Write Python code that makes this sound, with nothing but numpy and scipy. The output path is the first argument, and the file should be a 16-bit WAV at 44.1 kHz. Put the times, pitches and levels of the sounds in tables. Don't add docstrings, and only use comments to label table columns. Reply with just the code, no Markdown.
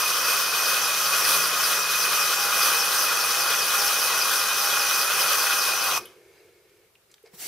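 import sys
import numpy as np
from scipy import signal
from scipy.fft import rfft, irfft, next_fast_len
from scipy.io import wavfile
from scipy.ndimage import uniform_filter1d, map_coordinates

SR = 44100
rng = np.random.default_rng(int(sys.argv[2]) if len(sys.argv) > 2 else 0)


def invert_db(x):
    u = np.asarray(x, float) / 20
    return 10 ** u


def wav_record(signal):
    frames = np.transpose(np.atleast_2d(signal))
    bounded = np.clip(frames, -1, 1)
    quanta = np.round(bounded * 32767).astype(np.int16)
    wavfile.write(sys.argv[1], SR, quanta)


N = 329427


def unit(x):
    return x / np.sqrt(np.mean(x ** 2) + 1e-20)


def along(points, hz):
    f, v = np.transpose(points)
    return np.interp(np.log(hz + 1), np.log(f + 1), v)


def curves(rows, edge_s=.015):
    s, *cols = np.transpose(rows)
    t = np.arange(N) / SR
    opening = np.clip((t - s[0]) / edge_s + (s[0] <= 0), 0, 1)
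    closing = np.clip((s[-1] - t) / edge_s + 1, 0, 1)
    return [np.interp(t, s, c) for c in cols] + [opening * closing]


def wobble(rate_hz):
    knots = rng.standard_normal(int(N * rate_hz / SR) + 4)
    return map_coordinates(knots, [np.arange(N) * rate_hz / SR])


def filtered(x, response):
    m = next_fast_len(N + SR // 2)
    return irfft(rfft(x, m) * response(np.fft.rfftfreq(m, 1 / SR)), m)[..., :N]


def bell(f, hz, width_hz):
    return 1j * f * width_hz / (hz * hz - f * f + 1j * f * width_hz + 1e-9)


def modes(table):
    return lambda f: sum((-1) ** k * invert_db(db) * bell(f, hz, width) for k, (hz, width, db) in enumerate(table))


def pair(side_db, patchy_db, grainy_db):
    z = signal.stft(rng.standard_normal((2, N)), nperseg=512)[2]
    field = uniform_filter1d(rng.standard_normal(z.shape[1:]), size=6, axis=0)
    field = uniform_filter1d(field, size=8, axis=1)
    two = signal.istft(z * invert_db(patchy_db * unit(field)), nperseg=512)[1][:, :N]
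    two = two * invert_db(grainy_db * wobble(900))
    mid = two[0]
    side = filtered(two[1], lambda f: invert_db(along(side_db, f)))
    return np.array([mid + side, mid - side])


def tone(hz, db, blur_hz, flutter_db):
    phase = 2 * np.pi * np.cumsum(hz + blur_hz * wobble(30)) / SR
    return np.sqrt(2) * invert_db(db + flutter_db * wobble(11)) * np.sin(phase)


# level_db, carrier_swing_db, drift_db, eased_trigger_db, echo_t60_s
GRIT_BANDS = [
    (-28, 0.05, .5, -1.5, 0.46),
    (-33, -0.1, .5, -0.5, .3),
    (-26.5, .5, .4, -3, 0.49),
    (-26.5, 0.94, .7, -4.5, 0.38),
]
SPLITS_HZ = (2250, 2850, 7600)
# freq_hz, density_db_per_hz
SCRATCH_COLOUR = [(24, -72.5), (40, -37.5), (162, -17), (255, -18.5), (500, -3.5), (805, -9.5), (868, -8),
                  (1290, -0.5), (2250, -10.5), (2540, -15.5), (2810, -10), (5960, -4.5), (6920, -10.5),
                  (11700, -8.5), (15800, -8.5)]
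# freq_hz, width_hz, level_db
BOTTLE_MODES = [(252, 100, -6), (500, 90, -1.5), (1106, 126, 6.5), (1442, 114, 7), (1933, 32, 5.5),
                (2503, 180, 9.5), (3304, 41, 6), (4050, 170, 0), (5446, 38, 6.5), (7050, 400, -6),
                (7970, 380, -5), (9110, 150, 8.5), (9440, 86, -10), (10800, 250, 6), (11870, 350, 6.5),
                (15550, 350, -13)]
# freq_hz, width_hz, level_db
WALL_MODES = [(1250, 16, 6.5), (2265, 110, -9), (2290, 70, -6), (2487, 28, 11), (2560, 80, 4),
              (2750, 130, -5.5), (3043, 22, 10), (4686, 40, 4.5), (5033, 55, 5), (5850, 36, 6),
              (6111, 40, 8), (9998, 40, 5.5)]
# freq_hz, side_minus_mid_db
SCRATCH_SPREAD = [(30, -16.5), (60, -4.5), (99, -10), (160, -9), (270, -16), (450, -13.5), (740, -13),
                  (1220, -17.5), (2010, -14), (3330, -7.5), (5500, -7), (9080, -4.5), (15000, -6)]
# freq_hz, left_minus_right_db
SCRATCH_LEAN = [(60, 0), (150, 2), (380, 0.0), (950, 0.0), (2380, 0.5), (5980, 2), (15000, -2.5)]
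# start_s, duller_housing_share
TRIGGER_SLACK = [(0, 0.064), (.5, 0.063), (.75, 0.018), (5.72, 0.03), (5.9, 0.47), (6.0, 1.5), (6.22, 0.91)]
CARRIER_RATIO, CARRIER_PEAK_TURN = 3 / 5, .95
LIFT_S, LIFT_T60_S, ECHO_DB = 5.977, .075, -17


def grinding():
    def glass(f):
        return np.prod([1 + (invert_db(db) - 1) * bell(f, hz, width)
                        for hz, width, db in BOTTLE_MODES + WALL_MODES], axis=0)

    def ears(f):
        return invert_db(along(SCRATCH_COLOUR, f) + np.outer([.5, -.5], along(SCRATCH_LEAN, f)))

    grit = rim_scrapes(pair(SCRATCH_SPREAD, patchy_db=0.81, grainy_db=1.0))
    scratch = filtered(grit, lambda f: glass(f) * ears(f))
    above = [filtered(scratch, lambda f: 1 / (1 + (hz / (f + 1)) ** 20)) for hz in SPLITS_HZ]
    body = scratch - above[0]
    duller = filtered(body, lambda f: 0.81 * bell(f, 840, 320) - .5 * bell(f, 1560, 590))
    slack = curves(TRIGGER_SLACK)[0]
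    parts = body + slack * duller, above[0] - above[1], above[1] - above[2], above[2]

    chatter_db = 1.5 * wobble(22.05)
    chatter_shares = (.1, 0.19, 0.46, 0.73)
    carrier = np.cos(2 * np.pi * (CARRIER_RATIO * turns() - CARRIER_PEAK_TURN))
    after_s = np.maximum(np.arange(N) / SR - LIFT_S, 0)
    hand = wobble(6)
    out = 0
    for (db, swing_db, drift_db, eased_db, t60_s), share, part in zip(GRIT_BANDS, chatter_shares, parts):
        level_db = db + swing_db * carrier + share * chatter_db
        level_db = level_db + drift_db * (1.2 * hand + 0.44 * wobble(7))
        level_db = level_db + eased_db * np.clip(slack, 0, 1)
        fade = np.maximum(invert_db(-60 * after_s / LIFT_T60_S), invert_db(ECHO_DB - 60 * after_s / t60_s))
        out = out + invert_db(level_db) * fade * unit(part)
    return out


# place_turns, length_turns, centre_hz, width_hz, level_db
RIM_SPOTS = [(.7, .1, 7600, 300, 4.5), (.72, .08, 6150, 250, 3.5), (.92, .06, 5750, 300, 4),
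             (.0, .06, 5350, 250, 4.5), (.08, .06, 4930, 250, 9.5), (.1, .07, 4200, 350, 2),
             (.56, .09, 3600, 600, 4), (.22, .09, 10400, 750, 5.5), (.6, .08, 2400, 500, 2),
             (.55, .15, 1200, 500, 1.5), (.2, .1, 14600, 350, 3.5), (.65, .07, 12600, 700, 2.5),
             (.9, .1, 4300, 600, -3), (.45, .12, 6900, 250, 2.5), (.92, .07, 7800, 700, 2.5)]


def rim_scrapes(x):
    f, t, z = signal.stft(x, SR, nperseg=256)
    turn = np.interp(t, np.arange(N) / SR, turns())
    field = np.zeros(z.shape[1:])
    for place, length, hz, width_hz, db in RIM_SPOTS:
        nearest = np.round(turn - place)
        strength = 1 + .15 * rng.standard_normal(64)[nearest.astype(int)]
        passing = np.exp(-((turn - place - nearest) / length) ** 2)
        field += db * np.outer(np.exp(-((f - hz) / width_hz) ** 2), strength * passing)
    field *= np.interp(t, [0, 2], [.55, 1])
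    return signal.istft(z * invert_db(field - field.mean(1, keepdims=True)), SR, nperseg=256)[1][:, :N]


# start_s, commutator_hz
MOTOR_SPEED = [(0, 762.5), (.3, 760.3), (.5, 769.3), (.7, 800.8), (.95, 817), (1.4, 828), (2, 818),
               (2.45, 809.7), (2.7, 803.4), (3.4, 806.2), (4, 807.2), (4.3, 802.9), (4.8, 810.2),
               (5.2, 800.4), (5.45, 802.8), (5.7, 801.8), (5.88, 784.2), (5.98, 783.6)]
# [(commutator_hz, level_db)]
MOTOR_ORDERS = [(1, 1.1, [(761, -67), (772, -46), (795, -40.5), (810, -42), (816, -53), (826, -62)]),
                (2, 1.5, [(761, -52), (785, -45), (803, -42), (815, -42.5), (826, -41)]),
                (8, 3, [(785, -58), (803, -49), (815, -56)]), (9, 3, [(761, -63), (785, -56), (803, -49.5),
                (813, -43.5), (826, -48)]), (12, 3, [(761, -46), (785, -50), (800, -42.5), (810, -44),
                (817, -52), (828, -50)]), (1 / 5, .4, [(801, -67), (812, -62.5), (828, -55)])]
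# multiple, level_db
SHAFT_TONES = [(.26, -76), (.362, -63.5)]
# start_s, pitch_hz, level_db
CONTROLLER_BEAT = [(0, 10745, -58), (1.05, 10730, -55), (1.2, 10770, -42), (1.5, 10765, -42),
                   (1.85, 10715, -48), (2.5, 10790, -50), (3.9, 10830, -48), (4.25, 10775, -45),
                   (5.0, 10840, -45), (5.8, 10850, -55)]
# start_s, pitch_hz, level_db
SWITCHING_WHINE = [(0, 9256, -52), (.4, 9272, -52), (.6, 9312, -51), (2, 9328, -50), (4, 9333, -49),
                   (5.7, 9334, -49), (5.95, 9331, -60)]
SAG_HZ, SAG_TURN = 3.2, .05
WIND_DOWN_DB = -15


def motor():
    hz, gate = curves(MOTOR_SPEED)
    ripple_hz = SAG_HZ * np.cos(2 * np.pi * (turns() - SAG_TURN))
    whine = sum(tone(k * (hz + ripple_hz), along(heard, hz), blur_hz, flutter_db=1.7)
                for k, blur_hz, heard in MOTOR_ORDERS)
    whine *= invert_db(WIND_DOWN_DB * np.clip(curves(TRIGGER_SLACK)[0] - .6, 0, 1))
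    whine += sum(tone(k * hz, db, blur_hz=0.54, flutter_db=2.5) for k, db in SHAFT_TONES)
    beat_hz, beat_db, _ = curves(CONTROLLER_BEAT)
    whine += tone(beat_hz + 7 * ripple_hz, beat_db, blur_hz=4, flutter_db=2)
    switch_hz, switch_db, _ = curves(SWITCHING_WHINE)
    whine += tone(switch_hz, switch_db + 2.0, blur_hz=2.5, flutter_db=1.5)
    return gate * whine


TURN_RATIO = 160.6


def turns():
    return np.cumsum(curves(MOTOR_SPEED)[0]) / SR / TURN_RATIO - .08


# start_s, boom_db
COAST_DOWN = [(5.98, -43), (6.05, -49), (6.15, -58), (6.35, -56.5), (6.45, -57), (6.55, -60.5),
              (6.65, -62.5), (6.86, -63), (6.9, -76)]
# freq_hz, density_db_per_hz
BOOM_COLOUR = [(29, -30), (50, -15), (81, -11.5), (251, -28), (352, -0.5), (493, -3), (583, -9.5),
               (1120, -21), (1810, -13), (1940, -28), (2140, -9), (2930, -21), (14500, -29.5), (15500, -45)]
# freq_hz, width_hz, level_db
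RATTLE_MODES = [(1810, 65, -5), (2170, 140, -0.5), (2760, 63, -4), (4000, 91, -5), (4870, 260, -7),
                (6300, 37, -2.5)]
# start_s, boom_db, rattle_db
SINK_JOLTS = [(7.11, -63, -64), (7.265, -55, -68), (7.35, -55.5, -72)]
JOLT_RISE_S, JOLT_T60_S = 0.019, .2
RATTLE_DB, RATTLE_FOLLOWS = -42.5, 0.52
CATCH_S, CATCH_LASTS_S, CATCH_DB = 6.38, .07, 8


def coasting():
    boom_db, gate = curves(COAST_DOWN)
    t = np.arange(N) / SR
    catch_db = CATCH_DB * np.exp(-((t - CATCH_S) / CATCH_LASTS_S) ** 2)
    rattle_db = RATTLE_DB + RATTLE_FOLLOWS * boom_db + catch_db

    def jolt(s):
        rise = np.exp(-((t - s) / JOLT_RISE_S) ** 2)
        return np.where(t < s, rise, invert_db(-60 * np.abs(t - s) / JOLT_T60_S))

    boom = filtered(pair([(400, -17.0), (5000, -14.0)], patchy_db=-0.5, grainy_db=0.0),
                    lambda f: invert_db(along(BOOM_COLOUR, f)) * (1 + 0.96 * bell(f, 405, 70)))
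    rattle = filtered(pair([(2000, -8)], patchy_db=2.5, grainy_db=0.0), modes(RATTLE_MODES))
    boom_gain = gate * invert_db(boom_db) + sum(invert_db(db) * jolt(s) for s, db, _ in SINK_JOLTS)
    rattle_gain = gate * invert_db(rattle_db) + sum(invert_db(db) * jolt(s) for s, _, db in SINK_JOLTS)
    return boom_gain * unit(boom) + rattle_gain * unit(rattle)


# start_s, peak_db, centre_hz, width_hz, t60_s
TICKS = [(5.93, -46, 110, 70, .3), (5.99, -53, 190, 150, 0.66), (5.99, -37, 2520, 40, 0.24),
         (6.055, -44, 3040, 60, .16), (6.056, -36, 11300, 1800, 0.053), (6.055, -40.5, 3320, 500, 0.12),
         (6.696, -51.5, 4000, 6000, .015), (6.9538, -46, 2600, 500, 0.046),
         (7.1147, -45, 6300, 5000, 0.044), (7.141, -39, 4000, 5000, .02), (7.1404, -44, 1500, 2000, .025),
         (7.1816, -50, 2400, 1500, .02), (7.228, -53, 11000, 5000, .03), (7.254, -51, 650, 450, .12),
         (7.2614, -46, 5060, 800, .03), (7.2729, -46, 4600, 1200, .03), (7.2735, -50, 1750, 600, .04),
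         (7.334, -48, 600, 900, 0.15)]
# start_s, peak_db, pitch_hz, t60_s
HANDLE_KNOCKS = [(7.237, -38, 435, 0.048), (7.334, -46, 175, .07)]


def contacts():
    out = np.zeros(N + SR)
    t = np.arange(SR // 5) / SR
    f = np.fft.rfftfreq(len(t), 1 / SR)
    for s, db, hz, width_hz, t60_s in TICKS:
        burst = irfft(rfft(rng.standard_normal(len(t))) * bell(f, hz, width_hz) ** 2, len(t))
        out[round(s * SR):][:len(t)] += invert_db(db - 7 - 60 * t / t60_s) * unit(burst)
    soft_start = 1 - np.exp(-(t / 0.0043) ** 2)
    for s, db, hz, t60_s in HANDLE_KNOCKS:
        ring = soft_start * np.sin(2 * np.pi * hz * t)
        out[round(s * SR):][:len(t)] += invert_db(db + 4 - 60 * t / t60_s) * ring
    return out[:N]


# start_s, level_db
WATER_LEVEL = [(7.3, -80), (7.348, -47), (7.368, -52), (7.408, -35.5), (7.47, -32.5)]
# freq_hz, density_db_per_hz
SPRAY_COLOUR = [(59, -40), (100, -10), (219, -17), (321, -12), (732, -8), (1140, -13), (2110, -3),
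                (2670, -7), (5140, -3.5), (13100, -6), (15800, -6)]


def tap():
    db, gate = curves(WATER_LEVEL)
    spray = filtered(pair([(500, -19.0), (8000, -1.0)], patchy_db=2.5, grainy_db=0.5),
                     lambda f: invert_db(along(SPRAY_COLOUR, f)))
    return gate * invert_db(db) * unit(spray)


def kitchen(x):
    t = np.arange(SR // 3) / SR
    tail = rng.standard_normal((2, len(t))) * invert_db(-60 * t / 0.54)
    return signal.fftconvolve(x[None], tail / np.linalg.norm(tail[0]), axes=1)[:, :N]


# freq_hz, density_db_per_hz
AIR_COLOUR = [(18, -47), (30, -13.5), (130, -2.5), (264, -13), (424, 0), (612, -10.5), (1890, -11),
              (7200, -18), (13200, -16), (15450, -21), (15650, -37)]


def room_tone():
    air = filtered(pair([(200, -8), (4000, -0.5)], patchy_db=1.2, grainy_db=0.0),
                   lambda f: invert_db(along(AIR_COLOUR, f)))
    return invert_db(-64.0) * unit(air)


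def scene():
    near = motor() + contacts()
    return near + invert_db(-8.5) * kitchen(near) + grinding() + coasting() + tap() + room_tone()


def low_pass(x):
    return signal.sosfilt(signal.butter(12, 15790, fs=SR, output="sos"), x)


TOP_HZ, EDGE_HZ = 15800, 90


def record(dry):
    mix = filtered(dry, lambda f: np.clip((TOP_HZ - f) / EDGE_HZ, 0, 1) ** 2)
    return low_pass(mix)


dry = scene()
out = record(dry)
wav_record(out)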